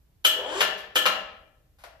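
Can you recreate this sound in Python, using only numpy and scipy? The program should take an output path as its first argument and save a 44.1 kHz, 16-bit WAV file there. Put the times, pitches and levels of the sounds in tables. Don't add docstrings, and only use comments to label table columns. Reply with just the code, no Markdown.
import sys
import numpy as np
from scipy import signal
from scipy.fft import rfft, irfft
from scipy.io import wavfile
from scipy.ndimage import uniform_filter1d

SR = 44100
rng = np.random.default_rng(int(sys.argv[2]) if len(sys.argv) > 2 else 0)


def master(y):
    cut = np.clip(np.atleast_2d(y).T, -1, 1)
    pcm = np.round(cut * 32767)
    wavfile.write(sys.argv[1], SR, pcm.astype(np.int16))


N = 88200
T = np.arange(N) / SR
HZ = np.maximum(np.fft.rfftfreq(2 * N, 1 / SR), 1)


# start in seconds, level in dB, tilt in dB per octave, housing ring in dB,
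# plate ring in dB, seating delay in seconds, seating blow in dB re the first touch.
BRAKE_RELEASES = [(0.2470, -16, 0.5, -27.5, -25.5, 0.013, -3), (0.9552, -18, -1.05, -25, -32, 0.0081, 1)]
BRAKE_SLAMS = [(0.6052, -18, 0.18, -28, -32.5, .009, -3), (1.0545, -19.5, 0, -26.5, -33, .0075, 5.5)]
# frequency in Hz, relative level in dB.
RELEASE_SPECTRUM = [(100, -38), (210, -23.5), (300, -12.5), (600, -18.5), (850, -9), (1150, -11.5),
                    (1550, -2), (2100, -13), (2650, -7), (3000, 9), (3350, 1), (3750, -9), (5000, -12.5),
                    (7500, -11), (10500, -20), (12200, -5), (14200, -25.5)]
SLAM_SPECTRUM = [(100, -38), (230, -22.5), (400, -11), (600, -0.5), (800, -1.5), (1050, 2), (1650, 3),
                 (2050, -1.5), (2550, -2), (2950, 5), (3800, -3.5), (5000, -8.5), (7300, -14),
                 (8800, -25.5), (11700, -11.5), (14200, -26.5)]
# frequency in Hz, relative dB on opening, relative dB on shutting, T60 in seconds.
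HOUSING_MODES = [(195, -28.5, -18.5, 0.14), (510.4, -5.5, -4, 0.12), (617.7, -1, 0, .08),
                 (644.3, -11.5, -24.5, 0.36), (776.4, -18.5, -4, 0.13), (1031, -14.5, 5.5, .09),
                 (1289, -2, 5.5, 0.089), (1370.5, -5.5, -1, .15), (1753, 5.5, 4, 0.074),
                 (2387, -5, -2, 0.17), (4080, -2.5, -3, .1)]
PLATE_MODES = [(2808, -3, 17.5, .05), (3006, 6, -6, 0.15), (3197, 1.5, -3.5, 0.013),
               (3305, 10.5, 5.5, 0.088), (3350, 5, -5, 0.074)]

def brake(strokes, spectrum, decay_s, level_column, seat_decay_s=0.0034):
    out = 0
    for start, db, tilt, housing_db, plate_db, seat_s, seat_db in strokes:
        force = contact(start, db, [(0, 0, decay_s), (seat_s, seat_db, seat_decay_s)])
        housing = amp(housing_db) * ring(start, HOUSING_MODES, level_column)
        plate = amp(plate_db) * ring(start, PLATE_MODES, level_column)
        out += colour(force, spectrum, tilt) + housing + plate
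    return out


# multiple of the mesh frequency, relative level in dB.
MESH_HARMONICS = [(1, 2), (2, -8.5), (3, -3), (4, -10.5), (5, -11.5)]
# frequency in Hz, relative level in dB.
GEARBOX_RESPONSE = [(100, -38), (230, -31), (320, -15.5), (395, -3), (455, -2), (522, 6), (570, -5.5),
                    (620, 4), (700, -8.5), (930, -1), (1200, -7.5), (1700, -2), (2300, -16), (3100, 1.5),
                    (4500, -29), (14000, -57.5)]
ROTOR_SPECTRUM = [(200, -12.5), (800, 2), (1700, -0.5), (2400, -2), (3200, -2), (4200, -4.5), (7000, -8),
                  (7300, 3.5), (7600, -6), (11000, -20.5), (14500, -25)]

def motor(mesh_hz_per_s=1200, rise_s=.12, stop_s=0.0038, whirr_ref_hz=400):
    whine_db, grind_db, whirr_db = -35.5, -44.5, -38.5
    out = 0
    for (start, *_), (stop, *_) in zip(BRAKE_RELEASES, BRAKE_SLAMS):
        age = np.clip(T - start, 0, stop - start)
        mesh_hz = mesh_hz_per_s * age
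        drive = np.minimum(age / rise_s, 1) ** 2 * np.exp(-np.maximum(T - stop, 0) / stop_s)
        phase = 2 * np.pi * np.cumsum(mesh_hz * jitter(depth=.02, samples=500)) / SR
        tooth_load = jitter(depth=0.34, samples=300)
        mesh = sum(amp(db) * np.sin(order * phase) for order, db in MESH_HARMONICS)
        whine = shape(drive * tooth_load * mesh, amp(along(GEARBOX_RESPONSE)))
        grind = colour(drive * (1 + np.cos(phase)) * rng.standard_normal(N), GEARBOX_RESPONSE)
        rub = drive * (mesh_hz / whirr_ref_hz) ** 4.4
        whirr = colour(rub * rng.standard_normal(N), ROTOR_SPECTRUM)
        out += amp(whine_db) * whine + amp(grind_db) * grind + amp(whirr_db) * whirr
    return out


# start in seconds, level in dB, tilt in dB per octave, contact decay in seconds.
PENDANT_KNOCKS = [(1.785, -55.5, 4, 0.05), (1.8372, -43.5, 2, 0.0038)]
# frequency in Hz, relative level in dB.
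PENDANT_SPECTRUM = [(100, -31.5), (380, -11), (540, 0), (680, 5.5), (880, -0.5), (1100, -1.5), (1270, -7.5),
                    (1480, -4.5), (2200, -10), (3300, -15.5), (4800, -18), (8300, -30), (12000, -26),
                    (14500, -37)]
# frequency in Hz, level in dB re the knock, T60 in seconds.
PENDANT_MODES = [(586, -9, 0.041), (712, -1, 0.058), (1040, -11, 0.044), (1440, -2, 0.05)]

def pendant():
    out = 0
    for start, db, tilt, decay_s in PENDANT_KNOCKS:
        force = contact(start, db, [(0.00053, 0, decay_s)])
        out += colour(force, PENDANT_SPECTRUM, tilt) + amp(db) * ring(start, PENDANT_MODES)
    return out


# start in seconds, level in dB.
MECHANISM_TICKS = [(0.242, -36.5), (0.778, -45.5), (0.949, -46)]
# frequency in Hz, relative level in dB.
TICK_SPECTRUM = [(200, -16.5), (1500, 3), (3200, 11.5), (7000, 0), (9000, -9), (12000, 0.5), (14500, -3)]

def ticks(decay_s=0.013):
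    return sum(colour(contact(start, db, [(0, 0, decay_s)]), TICK_SPECTRUM)
               for start, db in MECHANISM_TICKS)


# frequency in Hz, T60 in seconds.
WORKSHOP_T60 = [(150, 0.91), (500, 0.85), (1400, 0.48), (3200, 0.76), (6000, 0.25), (9000, 0.39),
                (14000, 0.23)]

def workshop(x, tail_db=2, build_s=0.0041, early_db=1, early_peak_s=0.0076, left_lag_s=0.00019):
    noise = diffuse(alike_hz=850)
    t60 = along(WORKSHOP_T60)
    octave = np.log2(np.clip(HZ, 125, 16000) / 125)
    tail = 0
    for k in range(8):
        band = np.maximum(1 - abs(octave - k), 0)
        decay = np.exp(-np.log(1000) * T / np.average(t60, weights=band))
        tail += irfft(noise * band)[:, :N] * decay
    tail *= (1 - np.exp(-T / build_s)) * amp(tail_db) / np.sqrt(SR / 25)
    early = irfft(diffuse(alike_hz=850))[:, :N] * T * np.exp(-T / early_peak_s)
    early *= amp(early_db) / np.sqrt(np.sum(early ** 2) / 2)
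    direct = np.sinc(SR * (T - np.array([[left_lag_s], [0]])))
    return np.array([signal.fftconvolve(x, flatten(side))[:N] for side in direct + early + tail])


# frequency in Hz, relative spectral density in dB.
BUILDING_SPECTRUM = [(15, -43.5), (25, -6.5), (54, -0.5), (146, -11), (219, -23.5), (318, -19.5),
                     (373, -27.5), (415, -24.5), (1090, -33), (9020, -41.5), (15000, -35)]

def building(level_db=-62):
    noise = irfft(diffuse(alike_hz=497) * amp(along(BUILDING_SPECTRUM)))[:, :N]
    return noise / noise.std() * amp(level_db)


def contact(start, db, touches, rise_s=.0012):
    power = sum((amp(touch_db) * fade(start + delay, decay)) ** 2 for delay, touch_db, decay in touches)
    grip = np.sqrt(power) * (1 - fade(start, rise_s))
    gate = np.minimum(10 * grip / grip.max(), 1)
    force = rng.standard_normal(N) * grip
    for _ in range(3):
        force = irfft(np.exp(1j * np.angle(rfft(force))), N) * gate
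    return force * amp(db) * np.sqrt(SR / 100 / np.sum(force ** 2))


def ring(start, modes, level_column=1, rise_s=0.0037):
    age = np.maximum(T - start, 0)
    out = 0
    for mode in modes:
        hz, db, t60 = mode[0], mode[level_column], mode[-1]
        out += amp(db) * np.sin(2 * np.pi * (hz * age + rng.random())) * np.exp(-np.log(1000) * age / t60)
    return out * (1 - np.exp(-age / rise_s))


def amp(db):
    return 10 ** (np.asarray(db) / 20)


def along(points):
    hz, value = np.array(points, float).T
    return np.interp(np.log(HZ), np.log(hz), value)


def shape(x, gain):
    cepstrum = irfft(np.log(gain + 1e-9))
    cepstrum[1:N] *= 2
    cepstrum[N + 1:] = 0
    return irfft(rfft(x, 2 * N) * np.exp(rfft(cepstrum)))[..., :N]


def colour(x, spectrum, tilt_db=0):
    gain = amp(along(spectrum) + tilt_db * np.log2(HZ))
    return shape(x, gain / np.sqrt(np.mean(gain ** 2)))


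def flatten(response):
    power = abs(rfft(response, 2 * N)) ** 2
    gain = np.sqrt(uniform_filter1d(power, size=3000) / uniform_filter1d(power, size=160))
    return shape(response, gain)


def fade(start, decay_s):
    return (T >= start) * np.exp(-np.maximum(T - start, 0) / decay_s)


def jitter(depth, samples):
    noise = uniform_filter1d(rng.standard_normal(N), size=samples)
    return 1 + depth * noise / noise.std()


def diffuse(alike_hz):
    mid, side = rfft(rng.standard_normal((2, 2 * N)))
    alike = .9 / (1 + (HZ / alike_hz) ** 2)
    return (mid * np.sqrt(1 + alike) + side * np.sqrt(1 - alike) * np.array([[1], [-1]])) / np.sqrt(2)


# frequency in Hz, left minus right in dB.
STEREO_BALANCE = [(60, 5.5), (200, -0.5), (380, 3), (700, 3.5), (1290, 5.5), (2400, 7.5), (3600, 5),
                  (5000, 0.5), (8000, -4.5), (10000, -5), (14000, -5)]

def scene():
    clacks = brake(BRAKE_RELEASES, RELEASE_SPECTRUM, decay_s=0.0091, level_column=1)
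    slams = brake(BRAKE_SLAMS, SLAM_SPECTRUM, decay_s=0.0075, level_column=2)
    left, right = workshop(clacks + slams + motor() + pendant() + ticks())
    lean = amp(along(STEREO_BALANCE) / 2)
    return np.array([shape(left, lean), shape(right, 1 / lean)]) + building()


def record(dry):
    return signal.sosfilt(signal.ellip(8, .2, 70, 14400, fs=SR, output="sos"), dry)


dry = scene()
out = record(dry)
master(out)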